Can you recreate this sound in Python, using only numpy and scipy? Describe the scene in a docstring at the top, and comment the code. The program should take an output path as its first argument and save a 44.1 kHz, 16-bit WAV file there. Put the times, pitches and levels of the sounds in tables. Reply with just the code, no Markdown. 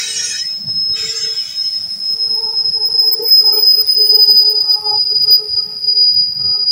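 """A wheel squeals near 5 kHz as a freight train passes on a curve: one stick-slip mode, Doppler-shifted,
swept by radiation lobes and scattered by the hillside and car sides. In shrill bursts it overloads the
microphone, adding overtones and crackle. A low wheel mode howls in bouts, two flange scrapes ring many modes,
and single modes sing briefly. Shaped noise makes the rumble and roar of the cars and a high background hiss;
decaying booms and clatter make the knocks."""
import sys
import numpy as np
from scipy import signal
from scipy.fft import rfft, irfft, next_fast_len
from scipy.io import wavfile
from scipy.ndimage import uniform_filter1d, map_coordinates

SR = 44100
rng = np.random.default_rng(int(sys.argv[2]) if len(sys.argv) > 2 else 0)


def log_audio(samples):
    """Write samples as a 16-bit WAV file to the path given in sys.argv[1]."""
    # one column per channel
    frames = np.atleast_2d(samples).T
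    # limit to full scale, then quantise
    limited = np.clip(frames, -1, 1)
    pcm = np.round(limited * 32767).astype(np.int16)
    wavfile.write(sys.argv[1], SR, pcm)


N = 295911
SOUND_SPEED_M_S, TRAIN_SPEED_M_S = 343, 9.9
CONVERTER_RATE_HZ = 48000
SQUEAL_HZ, HOWL_HZ = 5033, 435.4  # at the source; the howl is the wheel's lowest mode
SQUEAL_ABREAST_S, SQUEAL_DISTANCE_M = 3.87, 13.5

# shrill bursts of the squeal: start_s, end_s, level_db (of the whistle, before flicker)
SHRILL_BURSTS = [(2.104, 2.144, -41), (2.342, 2.361, -41.5), (2.853, 2.884, -37), (2.988, 3.098, -31),
                 (3.115, 3.149, -25.5), (3.223, 3.423, -28.5), (3.441, 3.497, -35.5), (3.524, 3.635, -25),
                 (3.656, 3.82, -27.5), (3.868, 3.951, -30), (3.978, 4.117, -28), (4.137, 4.261, -29.5),
                 (4.305, 4.432, -32), (4.497, 4.529, -34.5), (4.605, 4.621, -38.5), (4.695, 4.753, -34.5),
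                 (5.219, 5.247, -41), (5.309, 5.363, -29.5), (6.136, 6.146, -40.5)]


def amp(db):
    """Decibels to gain."""
    return np.exp(np.asarray(db) * np.log(10) / 20)


def unit(x):
    """Scale to rms 1."""
    return x / np.sqrt(np.mean(np.abs(x) ** 2) + 1e-20)


def clock():
    """Time of every sample, s."""
    return np.arange(N) / SR


def curves(rows):
    """One value per sample for each column after the time."""
    time_s, *columns = np.transpose(rows)
    return [np.interp(clock(), time_s, column) for column in columns]


def colour(points):
    """Gain as a function of frequency, from (Hz, dB) points on a log axis."""
    f_hz, db = np.transpose(points)
    return lambda hz: amp(np.interp(np.log(np.abs(hz) + 1), np.log(f_hz + 1), db))


def filtered(x, response):
    """x times a response of frequency."""
    size = next_fast_len(N + SR // 4)
    spectrum = rfft(x, size) * response(np.fft.rfftfreq(size, 1 / SR))
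    return irfft(spectrum, size)[:N]


def wobble(rate_hz, size=N):
    """Smooth random curve, rate_hz knots a second."""
    knots = rng.standard_normal(int(size / SR * rate_hz) + 4)
    coarse = np.arange(0, size + 16, 16)
    return np.interp(np.arange(size), coarse, map_coordinates(knots, [coarse * rate_hz / SR]))


def flutter(rate_hz, size=N):
    """Random complex gain of rms 1: strength and phase both wander."""
    return unit(wobble(rate_hz, size) + 1j * wobble(rate_hz, size))


def rush(response, patchy_db):
    """Coloured noise of rms 1 with time-frequency patches of random gain."""
    z = signal.stft(rng.standard_normal(N), nperseg=512)[2]
    field = uniform_filter1d(rng.standard_normal(z.shape), size=4, axis=0)
    field = uniform_filter1d(field, size=10, axis=1)
    noise = signal.istft(z * amp(patchy_db * unit(field)), nperseg=512)[1][:N]
    return unit(filtered(noise, response))


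def tone(cycles, gain):
    """Sine with a complex gain, of rms 1 at gain 1."""
    return np.sqrt(2) * np.real(gain * np.exp(2j * np.pi * cycles))


def pass_by(abreast_s, distance_m):
    """Elapsed source time (Doppler), s, and nearness 0-1 of a wheel on the track."""
    ahead_m = TRAIN_SPEED_M_S * (clock() - abreast_s)
    reach_m = np.hypot(ahead_m, distance_m)
    receding_m_s = TRAIN_SPEED_M_S * ahead_m / reach_m
    elapsed_s = np.cumsum(1 / (1 + receding_m_s / SOUND_SPEED_M_S)) / SR
    return elapsed_s, distance_m / reach_m


def rolling():
    """Rumble and roar of the cars, and a high background hiss, all patchy coloured noise."""
    # time_s, rumble_db, hiss_db
    levels = [(0, -51, -41), (0.75, -47, -48), (1.7, -52.5, -42.5), (2.6, -49.5, -51.5), (3.5, -53, -44),
              (4.3, -52.5, -47.5), (5.2, -49.5, -56), (6.71, -46.5, -65.5)]
    # spectra: frequency_hz, relative level_db_per_hz
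    rumble_colour = [(20, -31.5), (40, -25), (75, 3.5), (110, 1.5), (170, 4), (230, -0.5), (300, -18),
                     (1500, -65)]
    roar_colour = [(150, -14), (330, -2.5), (650, 1), (1050, -5.5), (2000, -4.5), (3300, -10),
                   (4300, -20.5), (6000, -25), (9000, -55)]
    hiss_colour = [(2500, -22), (4500, 5), (6000, 0.5), (7700, -4.5), (9000, -9), (12000, -15), (14000, -9),
                   (15300, -4.5), (16000, -13)]
    train_roar_db, near_bogie_roar_db = -52.5, -49.5
    near = pass_by(abreast_s=3.6, distance_m=5)[1]
    rumble_db, hiss_db = curves(levels)
    rumble = amp(rumble_db + 1.5 * wobble(23)) * rush(colour(rumble_colour), patchy_db=4.0)
    roar_gain = np.hypot(amp(train_roar_db), amp(near_bogie_roar_db) * near ** 2) * amp(wobble(11))
    roar = roar_gain * rush(colour(roar_colour), patchy_db=1.8)
    hiss = amp(hiss_db) * rush(colour(hiss_colour), patchy_db=4.5)
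    return rumble + roar + hiss


def knocks(t60_s=0.43, rise_s=0.054, spread_hz=85, clatter_db=-9, clatter_t60_s=0.14):
    """Bogies and couplers jolt the car bodies: a short clatter over a dull boom."""
    # start_s, level_db, boom_hz
    jolts = [(0.61, -39, 213), (0.682, -34, 149.7), (1.949, -43.5, 191.6), (3.469, -45, 114),
             (3.616, -54.5, 255), (3.811, -45.5, 91), (4.307, -39.5, 212), (4.939, -43.5, 112.2),
             (5.251, -41, 100), (5.52, -41.5, 84.6), (6.395, -36, 152), (6.451, -41, 76)]
    # clatter spectrum: frequency_hz, relative level_db_per_hz
    clatter_colour = [(40, -19.5), (250, 1), (900, -9.5), (2500, -21), (7000, -19), (14000, -57.5)]
    t, booms, blows = clock(), np.zeros(N), np.zeros(N)
    body = flutter(spread_hz)
    for start, level_db, hz in jolts:
        on = (t > start - rise_s) & (t < start + t60_s)
        since = t[on] - start
        age = np.maximum(since, 0)
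        # the boom swells ahead of the clatter
        shape = amp(level_db - 60 * age / t60_s) * np.minimum(1 + since / rise_s, 1)
        booms[on] += tone(hz * since, shape * body[on])
        blows[on] += (since >= 0) * amp(level_db + clatter_db - 60 * age / clatter_t60_s)
    return booms + blows * rush(colour(clatter_colour), patchy_db=3)


def sings(rise_s=0.016, t60_s=0.12):
    """A wheel mode locks into rough stick-slip for a moment, then rings out."""
    # start_s, end_s, pitch_hz, level_db
    catches = [(-0.05, 0.09, 5680, -26), (-0.05, 0.07, 4805, -35), (-0.05, 0.13, 3884, -33),
               (0.16, 0.25, 5613, -21), (0.16, 0.32, 6486, -24), (0.23, 0.30, 9091, -31),
               (0.25, 0.38, 6062, -36), (0.30, 0.35, 2490, -34), (0.93, 1.09, 3830, -35),
               (1.22, 1.54, 3370, -43), (1.48, 1.61, 3800, -43), (1.46, 1.68, 6390, -44),
               (1.05, 1.23, 7275, -31), (1.14, 1.29, 6356, -31), (1.3, 1.92, 5470, -45),
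               (1.3, 2.3, 8870, -52), (4.6, 4.92, 1095, -53)]
    t, out = clock(), np.zeros(N)
    for start, end, hz, level_db in catches:
        on = (t > start - rise_s) & (t < end + t60_s)
        rise = np.clip((t[on] - start + rise_s) / (2 * rise_s), 0, 1)
        ring_out_db = -60 * np.maximum(t[on] - end, 0) / t60_s
        waver = unit(1 + .9 * flutter(70, on.sum()))
        out[on] += tone(hz * t[on], rise * amp(level_db + ring_out_db) * waver)
    return out


def scrape(start, end, level_db, sag_db_per_s, t60_s, modes, attack_s=0.042, grit_db=-7):
    """A flange grinds on the rail head; energy shifts between the modes of its wheel, which then rings out."""
    # grinding spectrum: frequency_hz, relative level_db_per_hz
    grit_colour = [(900, -26.5), (1600, -6.5), (3300, -5.5), (7000, 1), (10000, -18), (15000, -23)]
    size = min(N, int((end + t60_s) * SR))
    t = clock()[:size]
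    bite = np.clip(1 + (t - start) / attack_s, 0, 1) * (t < end)
    contact_db = 20 * np.log10(bite + 1e-6) - sag_db_per_s * np.maximum(t - start, 0)
    # the ring follows the contact but falls no faster than its t60
    fall_db = 60 * t / t60_s
    ringing_db = np.maximum.accumulate(contact_db + fall_db) - fall_db
    ring = np.zeros(size)
    for hz, width_hz, mode_db in modes:
        share = amp(mode_db + 4 * wobble(20, size))
        # the sliding contact pulls each mode about
        pitch_hz = hz + .3 * width_hz * wobble(16, size)
        ring += tone(np.cumsum(pitch_hz) / SR, share * (.7 + flutter(1.3 * width_hz, size)))
    grit = rush(colour(grit_colour), patchy_db=4)[:size]
    sound = amp(ringing_db) * unit(ring) + amp(contact_db + grit_db) * grit
    unsteady_db = 0.31 * wobble(70, size) + 0.83 * wobble(14, size)
    return np.pad(amp(level_db + unsteady_db) * sound, (0, N - size))


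def scrapes():
    """Two flange scrapes, each ringing the modes of its own wheel."""
    # start_s, end_s, level_db, sag_db_per_s, t60_s
    contacts = [(-0.02, 0.394, -23.5, 9, .41), (0.984, 1.543, -24.5, 25, 1.73)]
    # wheel resonances: pitch_hz, width_hz, relative level_db
    first_wheel = [(1470, 39, -15.5), (1834, 190, -10.5), (2290, 210, -13), (2520, 130, -9.5),
                   (3040, 150, -10.5), (3350, 38, -15), (3874, 90, -7.5), (4340, 56, -17),
                   (4700, 140, -16.5), (5670, 71, -5), (6120, 74, -8.5), (6450, 160, -6.5), (7030, 240, -9),
                   (7400, 390, -17.5), (8260, 140, -11), (9090, 140, -17.5), (9600, 120, -26)]
    second_wheel = [(1295, 150, -19.5), (1600, 170, -11), (1973, 110, -12), (2190, 160, -7.5),
                    (2583, 260, -6.5), (3036, 140, -5), (3460, 330, -5.5), (3814, 150, -9),
                    (4720, 120, -13), (5480, 43, -0.5), (6160, 140, -14), (6080, 110, -10), (7250, 140, -6),
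                    (8220, 160, -14), (9300, 260, -26)]
    return sum(scrape(*row, modes) for row, modes in zip(contacts, [first_wheel, second_wheel]))


def bout(start, end, attack_s=.022, release_s=.018, arch_db=5):
    """Envelope of one howl: exponential attack, a top arched by arch_db, exponential release."""
    t = clock()
    off_centre = np.clip((2 * t - start - end) / (end - start), -1, 1)
    edges = np.maximum(start - t, 0) / attack_s + np.maximum(t - end, 0) / release_s
    return amp(-arch_db * off_centre ** 2) * np.exp(-np.minimum(edges, 20))


def howl(rough_far=0.42, rough_near=0.67, rough_rate_hz=85, rattle=0.34, throb_db=2.5):
    """A low wheel mode judders in bouts with two overtones, roughest when it is near."""
    # start_s, end_s, then level before trim: fundamental_db, second_partial_db, third_partial_db
    bout_rows = [(0, 0.338, -47.5, -54.5, -58), (0.905, 1.379, -40.5, -66, -54),
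                 (2.093, 2.27, -48, -56.5, -59), (2.285, 2.67, -40.5, -44, -55),
                 (2.737, 2.986, -41, -48.5, -63), (3.009, 3.277, -35.5, -45, -62),
                 (3.43, 3.678, -32, -41.5, -50.5), (3.777, 3.836, -36.5, -51.5, -50.5),
                 (3.976, 4.1, -32, -51, -67.5), (4.123, 4.215, -29, -40, -51),
                 (4.292, 4.311, -24.5, -37.5, -53.5), (4.36, 4.594, -37, -46, -54),
                 (4.648, 4.8, -45, -40.5, -46), (4.834, 4.963, -33, -30, -42.5),
                 (5.101, 5.143, -33, -52.5, -54.5), (5.26, 5.317, -33.5, -49.5, -44),
                 (5.394, 5.467, -34.5, -49.5, -50), (5.551, 5.774, -46.5, -54.5, -52.5),
                 (5.806, 6.063, -47.5, -62.5, -65.5), (6.409, 6.648, -48, -49.5, -46.5)]
    # trim_db of each partial
    partial_trims = [1, 0.7, -0.5]
    idle_db, idle_tilt_db = -53, -8  # floor abreast, before trim; step per partial
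    elapsed_s, near = pass_by(abreast_s=3.3, distance_m=8)
    rough = rough_far + rough_near * near ** 3
    cycles = HOWL_HZ * elapsed_s + 0.11 * wobble(18)
    bouts = np.array([bout(start, end) for start, end, *_ in bout_rows])
    out = np.zeros(N)
    for k, (levels_db, trim_db) in enumerate(zip(np.transpose(bout_rows)[2:], partial_trims), 1):
        idle = amp(idle_db + idle_tilt_db * (k - 0.5)) * near ** 2
        strength = np.maximum(idle, amp(levels_db) @ bouts)
        judder = rough * np.sqrt(k) * flutter(rough_rate_hz)
        grip = unit(1 + judder + rattle * near ** 3 * flutter(350))
        out += tone(k * cycles, strength * amp(trim_db + throb_db * wobble(22)) * grip)
    return out


def shrill_gates(edge_s):
    """One row for each shrill burst: 1 while it lasts, with linear edges."""
    t = clock()
    return np.array([np.clip(np.minimum(t - start, end - t) / edge_s + .5, 0, 1)
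                     for start, end, _ in SHRILL_BURSTS])


def shrills(rasp_db=-39, seventh_db=-21, ninth_db=-24, crackle_db=-45.5, flicker_db=3.5):
    """In bursts the squeal overloads the microphone: overtones, howl sidebands on the second, folded highs."""
    # crackle spectrum: frequency_hz, relative level_db_per_hz
    crackle_colour = [(1500, -11), (2600, 2), (5000, -4), (8000, -3.5), (10000, 0.5), (12500, -2.5),
                      (15500, 3.5)]
    elapsed_s, near = pass_by(SQUEAL_ABREAST_S, SQUEAL_DISTANCE_M)
    t, cycles = clock(), SQUEAL_HZ * elapsed_s
    gates = shrill_gates(edge_s=.003)
    whistle = (amp(np.transpose(SHRILL_BURSTS)[2]) @ gates) * amp(flicker_db * wobble(45))
    # grit is harshest just before the wheel draws level
    facing = pass_by(abreast_s=3.55, distance_m=SQUEAL_DISTANCE_M)[1]
    grit = gates.sum(axis=0) * facing ** 3 * amp(5.5 * wobble(70))
    overtones = tone(3 * cycles, whistle * (1 + 0.49 * flutter(60)))
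    # the highest fold back at the converter's rate
    for order, gain in [(7, amp(seventh_db)), (9, amp(ninth_db) * near ** 6)]:
        folded_cycles = CONVERTER_RATE_HZ * t - order * cycles
        overtones += tone(folded_cycles, gain * whistle * flutter(170))
    sidebands = np.cos(2 * np.pi * HOWL_HZ * elapsed_s)
    rasp = tone(2 * cycles, amp(rasp_db) * grit * sidebands * flutter(120))
    crackle = amp(crackle_db) * grit * rush(colour(crackle_colour), patchy_db=4.5)
    return overtones + rasp + crackle


def scatter():
    """Summed complex gain of many echoes, their Doppler shifts spread around the pitch."""
    # offset_hz from the pitch, relative level_db_per_hz
    spread = [(10, -11.5), (50, -4.5), (130, -5.5), (250, -20), (400, -30), (900, -44), (2000, -96.5)]
    real, imag = (filtered(rng.standard_normal(N), colour(spread)) for _ in range(2))
    return unit(real + 1j * imag)


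def sweep(near):
    """Beams sweep past: each lobe builds, drops into a null and flips sign, faster when the wheel is near."""
    lobes_per_s_far, lobes_per_s_added_near = 7, 6
    null_width_far, null_width_near, lobe_scatter = 0.68, 0.39, 0.446  # null softness; scatter in lobes
    build_db, spread_db = 2.5, 1.37  # rise through a lobe; random level wander
    null_fill = 0.31  # far off, the ground reflection partly fills the nulls
    lift_db, hold = 2.5, 0.62  # in a shrill burst: gain, and share that rides over the nulls
    collapse_after_s, collapse_s = .011, 0.0052
    steady_lobes = np.cumsum(lobes_per_s_far + lobes_per_s_added_near * near ** 2) / SR
    lobe = steady_lobes + lobe_scatter * wobble(9) + .5 * wobble(3)
    level_db = build_db * (lobe % 1) + spread_db * wobble(14)
    width = null_width_far * (1 - near ** 2) + null_width_near * near ** 2
    lobes = unit(amp(level_db) * np.tanh(np.sin(np.pi * lobe) / width) / np.tanh(1 / width))
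    held = np.clip(shrill_gates(edge_s=0.026).sum(axis=0), 0, 1)
    share = np.clip(np.maximum(hold * held, null_fill * (1 - near ** 2)), 0, 1)
    # the squeal drops out for an instant just after each burst
    collapse = np.prod([np.tanh((clock() - end - collapse_after_s) / collapse_s)
                        for _, end, _ in SHRILL_BURSTS], axis=0)
    return (np.sqrt(1 - share ** 2) * lobes + 1j * share) * amp(lift_db * held) * collapse


def squeal(trim_db=0.22, near_db=-2.0, waver_far=0.09, waver_near=0.57, waver_rate_hz=70,
           echo_db=-25, second_db=-48.5, third_db=-51):
    """Stick-slip holds one wheel mode ringing; its beams sweep past and the moving cars scatter it."""
    # time_s, level_db (before trim, near_db and sweep)
    strength_rows = [(0, -26), (0.25, -27), (0.42, -20.0), (0.62, -27), (0.74, -13.5), (1.08, -21),
                     (1.68, -18), (1.95, -24), (2.2, -15), (2.5, -17.5), (3.0, -13), (3.24, -20),
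                     (3.33, -2), (3.48, -12), (3.73, -9), (3.83, -17.5), (3.96, -12.5), (4.04, -7.5),
                     (4.42, -7.5), (4.55, -11.5), (4.74, -11.5), (4.81, -21.5), (4.92, -11.5), (5.25, -12),
                     (5.34, -3.5), (5.43, -26.5), (5.59, -13.5), (5.68, -27), (5.8, -25), (5.88, -10.5),
                     (6.17, -11.5), (6.36, -22), (6.44, -15.5), (6.71, -13)]
    elapsed_s, near = pass_by(SQUEAL_ABREAST_S, SQUEAL_DISTANCE_M)
    cycles = SQUEAL_HZ * elapsed_s
    strength = amp(curves(strength_rows)[0] + trim_db + near_db * near ** 4) * sweep(near)
    waver = 1 + (waver_far + waver_near * near ** 4) * flutter(waver_rate_hz)
    direct = tone(cycles, strength * waver)
    echoes = tone(cycles, amp(echo_db) * near ** 0.8 * scatter())
    second_gain = amp(second_db + 1.8 * wobble(12)) * near ** 2
    second = tone(2 * cycles, second_gain * (flutter(30) + scatter()))
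    third = tone(3 * cycles, amp(third_db + 2.5 * wobble(9)) * near ** .6 * scatter())
    return direct + echoes + second + third


def scene():
    """Sum of all layers, one channel."""
    background = rolling() + knocks()
    wheels = sings() + scrapes() + howl()
    return (background + wheels + shrills() + squeal())[None]


def record(dry, ceiling=0.71, hardness=7, smear=0.4, top_hz=15830):
    """The input saturates at the converter's rate, so high overtones fold back; then the band limit."""
    fast = signal.resample_poly(dry[0], CONVERTER_RATE_HZ, SR)
    # a fast limiter takes a share (smear) of the overload before the rest clips
    crest = uniform_filter1d(np.abs(signal.hilbert(fast)), size=96)
    limited = fast * np.maximum(crest / ceiling, 1) ** -smear
    clipped = limited / (1 + np.abs(limited / ceiling) ** hardness) ** (1 / hardness)
    slow = signal.resample_poly(clipped, SR, CONVERTER_RATE_HZ)[:N]
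    return filtered(slow, lambda hz: hz < top_hz)[None]


dry = scene()
out = record(dry)
log_audio(out)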